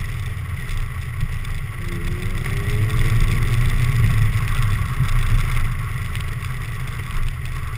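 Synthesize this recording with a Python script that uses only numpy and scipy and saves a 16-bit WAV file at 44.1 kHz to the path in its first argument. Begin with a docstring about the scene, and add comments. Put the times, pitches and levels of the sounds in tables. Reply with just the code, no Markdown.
"""Off-road drive through snow

An off-road vehicle drives along a snowy forest track, heard from a camera mounted on its body.
The engine revs up and eases off. The tyres churn the snow, every rut makes it crunch and the body
shudder, and the mount clicks. The camera holds each coarse sample, which adds a glassy treble."""
import sys
import numpy as np
from scipy import signal
from scipy.fft import rfft, irfft, next_fast_len
from scipy.io import wavfile
from scipy.ndimage import uniform_filter1d, map_coordinates

SR = 44100
rng = np.random.default_rng(int(sys.argv[2]) if len(sys.argv) > 2 else 0)


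def put_to_file(sound):
    """Save the sound as 16-bit audio at rate SR, in the file named by the first command-line argument."""
    columns = np.atleast_2d(sound).T  # one column per channel
    safe = np.clip(columns, -1, 1)
    whole_steps = np.round(safe * 32767)
    wavfile.write(sys.argv[1], SR, whole_steps.astype(np.int16))


N = 342657
TIME = np.arange(N) / SR


def amp(db):
    """Turn decibels into a gain to multiply by."""
    return 10 ** (np.asarray(db) / 20)


def unit(x):
    """Scale a sound to an average (rms) size of 1."""
    return x / np.sqrt(np.mean(x ** 2) + 1e-20)


def gain_at(points, hz):
    """Read a gain off a curve of (frequency [Hz], level [dB]) points."""
    freqs, db = np.transpose(points)
    return amp(np.interp(np.log(hz + 1), np.log(freqs + 1), db))


def curve(rows):
    """Join (time [s], value) points with straight lines."""
    return np.interp(TIME, *np.transpose(rows))


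def wobble(rate):
    """A smooth random curve through `rate` points a second."""
    points = rng.standard_normal(int(N * rate / SR) + 4)
    return map_coordinates(points, [TIME * rate])


def swells(rows, attack_s, release_s):
    """Gain of (start [s], length [s], level [dB]) events: each rises, holds and fades."""
    power = 0
    for start, length, db in rows:
        rise = np.clip((TIME - start) / attack_s, 0, 1)
        fall = np.clip(1 - (TIME - start - length) / release_s, 0, 1)
        power += (amp(db) * (rise * fall)) ** 2
    return np.sqrt(power)


def filtered(x, response):
    """Turn each frequency up or down by response(hz)."""
    size = next_fast_len(N + SR // 2)
    hz = np.fft.rfftfreq(size, 1 / SR)
    return irfft(rfft(x, size) * response(hz), size)[..., :N]


def noise(tone):
    """Noise shaped by a tone table."""
    return unit(filtered(rng.standard_normal(N), lambda hz: gain_at(tone, hz)))


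def steadied(x, seconds):
    """Even out the slow swells of a sound."""
    power = np.abs(uniform_filter1d(x ** 2, int(seconds * SR)))
    return x / np.sqrt(power + 0.00095)


def ring(x, modes):
    """Make a sound ring at each (pitch [Hz], width [Hz], level [dB])."""
    def response(hz):
        return sum(amp(db) * 1j * hz * width / (pitch ** 2 - hz ** 2 + 1j * hz * width)
                   for pitch, width, db in modes)
    return filtered(x, response)


# How hard the tyres work as the vehicle surges and slows: (time [s], pace above a crawl [dB])
PACE_CURVE = [(0, -.5), (1.75, -0.5), (2.4, 2.5), (2.6, 4), (3.1, 6.5), (4.15, 6), (4.6, 4.5), (4.92, 4),
              (5.5, 4.5), (5.85, 1.7), (7, 0), (7.36, -0.5), (7.77, -1)]
def paced(crawl_db, slope):
    """A gain that grows by `slope` dB for each dB of pace."""
    return amp(crawl_db + slope * curve(PACE_CURVE))


# Ruts and crusty patches: (start [s], length [s], shudder level [dB], snow level [dB])
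TRACK_RUTS = [(-0.011, 0.3, -33, -44), (0.56, 0.11, -33, -46), (0.673, .15, -20, -43.5),
              (1, 0.03, -24, -43), (1.187, 0.22, -24, -47.5), (1.434, 0.15, -26, -44.5),
              (1.814, 0.12, -32, -41.5), (2.001, 0.39, -25, -42), (2.43, 0.61, -27.5, -46.5),
              (2.988, 0.94, -20, -46.5), (3.995, 0.31, -22.5, -48), (4.48, .26, -21, -40.5),
              (5.06, 0.574, -17.5, -39.5), (5.895, 0.43, -32, -45), (6.393, 0.77, -37, -45),
              (7.127, 0.16, -23, -44.5), (7.431, 0.35, -32, -45.5)]
def ruts():
    """Two gains that jump at each rut; the heavy body answers more slowly than the snow."""
    body = [(start, length, db) for start, length, db, _ in TRACK_RUTS]
    snow = [(start, length, db) for start, length, _, db in TRACK_RUTS]
    return swells(body, attack_s=0.027, release_s=0.056), swells(snow, attack_s=0.014, release_s=0.048)


# Where the camera mount rings: (pitch [Hz], width [Hz], level [dB])
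MOUNT_MODES = [(2220, 264, 3), (2520, 430, -2), (3454, 156, 4.5), (4830, 510, -6)]
def through_mount(x):
    """The mount rings along with whatever shakes it."""
    return ring(x, MOUNT_MODES)


# The hardest jolts, before the mount colours them: (time [s], click level [dB], rasp level [dB])
JOLTS = [(.142, -21, -26), (0.708, -20, -16.5), (.7734, -19, -19), (.8031, -16, -28), (1.2074, -23, -20.5),
         (1.4481, -22, -21), (2.446, -16, -18), (2.4987, -13, -30), (2.569, -15, -13.5),
         (2.697, -13.5, -14.5), (2.992, -16, -16), (3.043, -12, -21), (3.2824, -22, -15),
         (3.3544, -27, -22), (3.5408, -14, -16), (3.7817, -17, -18), (4.4792, -5.5, -18),
         (4.569, -11.5, -31), (4.6247, -11.5, -16), (5.084, -18, -16), (5.3503, -25, -20),
         (5.4043, -19, -19.5), (5.549, -17, -23), (6.062, -14, -43), (6.1547, -5.5, -22), (6.2081, -8, -20),
         (6.2881, -20, -28), (6.4462, -20, -17), (6.6784, -26, -27), (6.9943, -27, -32),
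         (7.1093, -12.5, -29), (7.1679, -19, -18), (7.2854, -11, -23), (7.456, -13, -22)]
def mount_knocks(click_hz=2750, click_fade_s=0.0022, rasp_fade_s=0.023):
    """Jolts knock the mount against its stop: a dry click and a brief rasp."""
    t = np.arange(SR // 20) / SR
    clicks, rasps = np.zeros((2, N + SR))
    for time, click_db, rasp_db in JOLTS:
        start = int(time * SR)
        span = slice(start, start + len(t))
        pitch = click_hz * np.exp(0.07 * rng.standard_normal())
        clicks[span] += amp(click_db - 60 * t / click_fade_s) * np.sin(2 * np.pi * pitch * t)
        rasps[span] += amp(rasp_db - 60 * t / rasp_fade_s) * rng.standard_normal(len(t))
    return ring(clicks[:N], [(2650, 2900, 0)]) + through_mount(rasps[:N])


# The tone of ringing sheet metal: (frequency [Hz], relative level [dB])
PANEL_TONE = [(500, -49), (950, -15), (1050, -4), (1120, 5.5), (1220, -5), (1350, -0.5), (1480, -8),
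              (1650, -7.5), (1900, -29), (3000, -37)]
# Snow rubbing the tyre walls: (start [s], length [s], level [dB])
SNOW_RUBS = [(.47, 0.43, -46.5), (4.35, 1.234, -37.5), (5.65, 0.36, -40.5), (6.1, 0.53, -45.5),
             (6.75, 0.28, -42.5), (7.07, 0.1, -37), (7.53, 0.16, -40.5)]
def panel_ring(flutter_db=2):
    """Snow rubs along the tyre walls and sets the metal panels ringing."""
    rubs = swells(SNOW_RUBS, attack_s=0.046, release_s=0.15)
    level = np.hypot(paced(crawl_db=-44.5, slope=0.92), rubs)  # hypot adds the two powers
    flutter = unit(amp(flutter_db * wobble(40)))
    return flutter * level * noise(PANEL_TONE)


# The tone of the body's deep boom: (frequency [Hz], relative level [dB])
BOOM_TONE = [(12, -19.5), (30, -9.5), (50, -8), (70, -6), (90, -0.5), (128, 2.5), (150, -7.5), (170, -12.5),
             (195, -18.5), (280, -29.5), (400, -44.5), (900, -66.5)]
def body_vibration(sway_hz=26.6):
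    """The body sways unevenly at its lowest note, and its panels rumble."""
    drift = 0.75 * wobble(7) + 0.35 * wobble(28)
    size = amp(2.2 * wobble(11) + 1.8 * wobble(35))
    sway = unit(size * np.sin(2 * np.pi * sway_hz * TIME + drift))
    boom = steadied(noise(BOOM_TONE), seconds=0.16)
    return sway, boom


# Hard bumps: (start [s], length [s], level [dB])
BUMPS = [(.22, 0.13, -31), (1.19, 0.057, -23.5), (3.98, 0.13, -20.5), (4.99, 0.034, -19.5),
         (5.31, 0.03, -17), (5.97, 0.267, -40)]
def body_rumble(sway, boom, rut_gain):
    """Ruts shake the body and bumps make it boom; both sounds grow with the pace."""
    bumps = swells(BUMPS, attack_s=0.014, release_s=0.037)
    sway_level = np.hypot(paced(crawl_db=-32.5, slope=1.34), rut_gain)
    boom_level = np.hypot(paced(crawl_db=-28.5, slope=1.1), bumps)
    return sway_level * sway + boom_level * boom


def snow_crunch(shake, rut_gain, crust_strength=0.45, spread_db=6, grit_db=1.5, burst_s=0.0043):
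    """Whenever a swing presses the wheels too hard, the crust breaks in a burst of grit."""
    breaks = np.diff((shake > crust_strength).astype(float), prepend=0) > 0
    sizes = breaks * amp(spread_db * np.clip(rng.standard_normal(N), -2, 1.3))
    t = np.arange(SR // 30) / SR
    fade = np.exp(-(t / burst_s) ** 1.5)
    power = signal.fftconvolve(sizes ** 2, fade ** 2)[:N]
    bursts = np.sqrt(np.abs(power)) + amp(-28)  # a little grit between breaks
    grit = bursts * amp(grit_db * wobble(900)) * rng.standard_normal(N)
    level = np.hypot(paced(crawl_db=-54.5, slope=2.6), rut_gain)
    return level * steadied(unit(through_mount(grit)), seconds=0.19)


# The tone of churning snow: (frequency [Hz], relative level [dB])
CHURN_TONE = [(100, -20), (250, -12.5), (340, -6.5), (405, -1), (520, -12), (750, -10.5), (1000, -15.5),
              (1720, -11.5), (1890, 3.5), (2060, 3), (2350, -6), (2900, -11), (3500, -14.5), (4150, -27),
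              (5000, -18.5), (6000, -26)]
# Packed snow giving way with a short creak: (time [s], level [dB])
SNOW_CREAKS = [(2.455, -25.5), (3.005, -26.5), (3.35, -34), (3.435, -45), (4.029, -28), (5.54, -30),
               (6.981, -31)]
def tyre_churn(shake, rut_gain, clump_db=2, load_db=1.08, rut_trim_db=-1.5):
    """Snow packs in small clumps under the treads, louder as the body presses down."""
    creaks = swells([(time, 0.011, db) for time, db in SNOW_CREAKS], attack_s=0.015, release_s=0.02)
    rolling = paced(crawl_db=-39.5, slope=0.95)
    level = np.sqrt(rolling ** 2 + (amp(rut_trim_db) * rut_gain) ** 2 + creaks ** 2)
    clumps = unit(amp(clump_db * wobble(130) + load_db * shake))
    return clumps * level * noise(CHURN_TONE)


def engine_tone(phase, db, waver_db=2):
    """One pure tone of the engine, wavering in loudness."""
    return amp(db + waver_db * wobble(16)) * np.sin(phase + rng.uniform(0, 2 * np.pi))


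# The tones in the drone: (pitch [times the firing rate], relative level [dB])
EXHAUST_TONES = [(.75, -18.5), (1, 4), (1.25, -14.5), (1.5, -13), (2, -20.5)]
# The drone is loudest near the top of the rev: (time [s], level [dB])
EXHAUST_LEVEL = [(0, -28), (1.7, -37), (2.45, -39), (2.8, -22), (3.3, -25.5), (4.2, -21), (4.7, -23),
                 (5.05, -31), (5.6, -33), (6.15, -29), (6.6, -42.5), (7.77, -31.5)]
def exhaust_drone(phase):
    """The exhaust hums in step with the engine's firing."""
    drone = sum(engine_tone(multiple * phase, db) for multiple, db in EXHAUST_TONES)
    return amp(curve(EXHAUST_LEVEL)) * unit(drone)


# The tones in the growl: (pitch [times the firing rate], relative level [dB])
INTAKE_TONES = [(1.75, -2.5), (2, 3), (2.5, -5.5), (3, 1), (3.5, -7), (4, 0.5), (5, -5), (6, -1)]
# How the engine's air box colours them: (frequency [Hz], boost [dB])
AIRBOX_TONE = [(150, 8.5), (178, 7.5), (205, -3), (235, -1), (280, -11), (330, 3.5), (355, 5), (388, 1),
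               (412, 10), (440, 1.5), (465, -0.5), (500, -10), (620, -5.5), (700, -16)]
# One push on the throttle: (start [s], length [s], level [dB])
THROTTLE_PUSH = [(1.7, 1.25, -33.5)]
def intake_growl(phase, firing_hz):
    """With the throttle open, the engine growls through its air box."""
    growl = sum(engine_tone(multiple * phase, db) * gain_at(AIRBOX_TONE, multiple * firing_hz)
                for multiple, db in INTAKE_TONES)
    return swells(THROTTLE_PUSH, attack_s=0.25, release_s=1.44) * unit(growl)


# How fast the engine fires: (time [s], firing rate [Hz])
FIRING_RATE = [(0, 87), (.9, 82), (1.6, 81.8), (1.85, 87.8), (2, 85.3), (2.3, 92.3), (2.75, 104.2),
               (3.2, 113), (3.72, 122), (3.95, 117.3), (4.15, 106.1), (4.5, 105.1), (4.8, 99.6),
               (5.1, 95.8), (5.6, 93.8), (6.3, 86.1), (7, 79.5), (7.77, 73)]
def engine(jitter=0.0039):
    """The slightly uneven firing sets the pitch of both exhaust and intake."""
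    firing_hz = curve(FIRING_RATE) * (1 + jitter * wobble(14))
    phase = 2 * np.pi * np.cumsum(firing_hz) / SR
    return exhaust_drone(phase) + intake_growl(phase, firing_hz)


def scene():
    """Add up all the sounds, the same in both channels."""
    body_ruts, snow_ruts = ruts()
    sway, boom = body_vibration()
    shake = unit(sway + 1.3 * boom)  # the changing load on the wheels
    mono = engine() + body_rumble(sway, boom, body_ruts)
    mono += tyre_churn(shake, snow_ruts) + panel_ring()
    mono += snow_crunch(shake, snow_ruts) + mount_knocks()
    return np.array([mono, mono])


def record(dry):
    """The camera holds each coarse sample, which mirrors the sound into a glassy treble."""
    hold_hz, top_hz = 12000, 15600
    treble_cut = [(5500, 0), (6000, -8), (6300, -40), (7000, -100)]  # (frequency [Hz], level [dB])
    band = filtered(dry, lambda hz: gain_at(treble_cut, hz))
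    mirrored = band * (1 + 2 * np.cos(2 * np.pi * hold_hz * TIME))
    # Holding softens the highs; everything above top_hz is cut.
    return filtered(mirrored, lambda hz: np.sinc(hz / hold_hz) * (hz < top_hz))


dry = scene()
out = record(dry)
put_to_file(out)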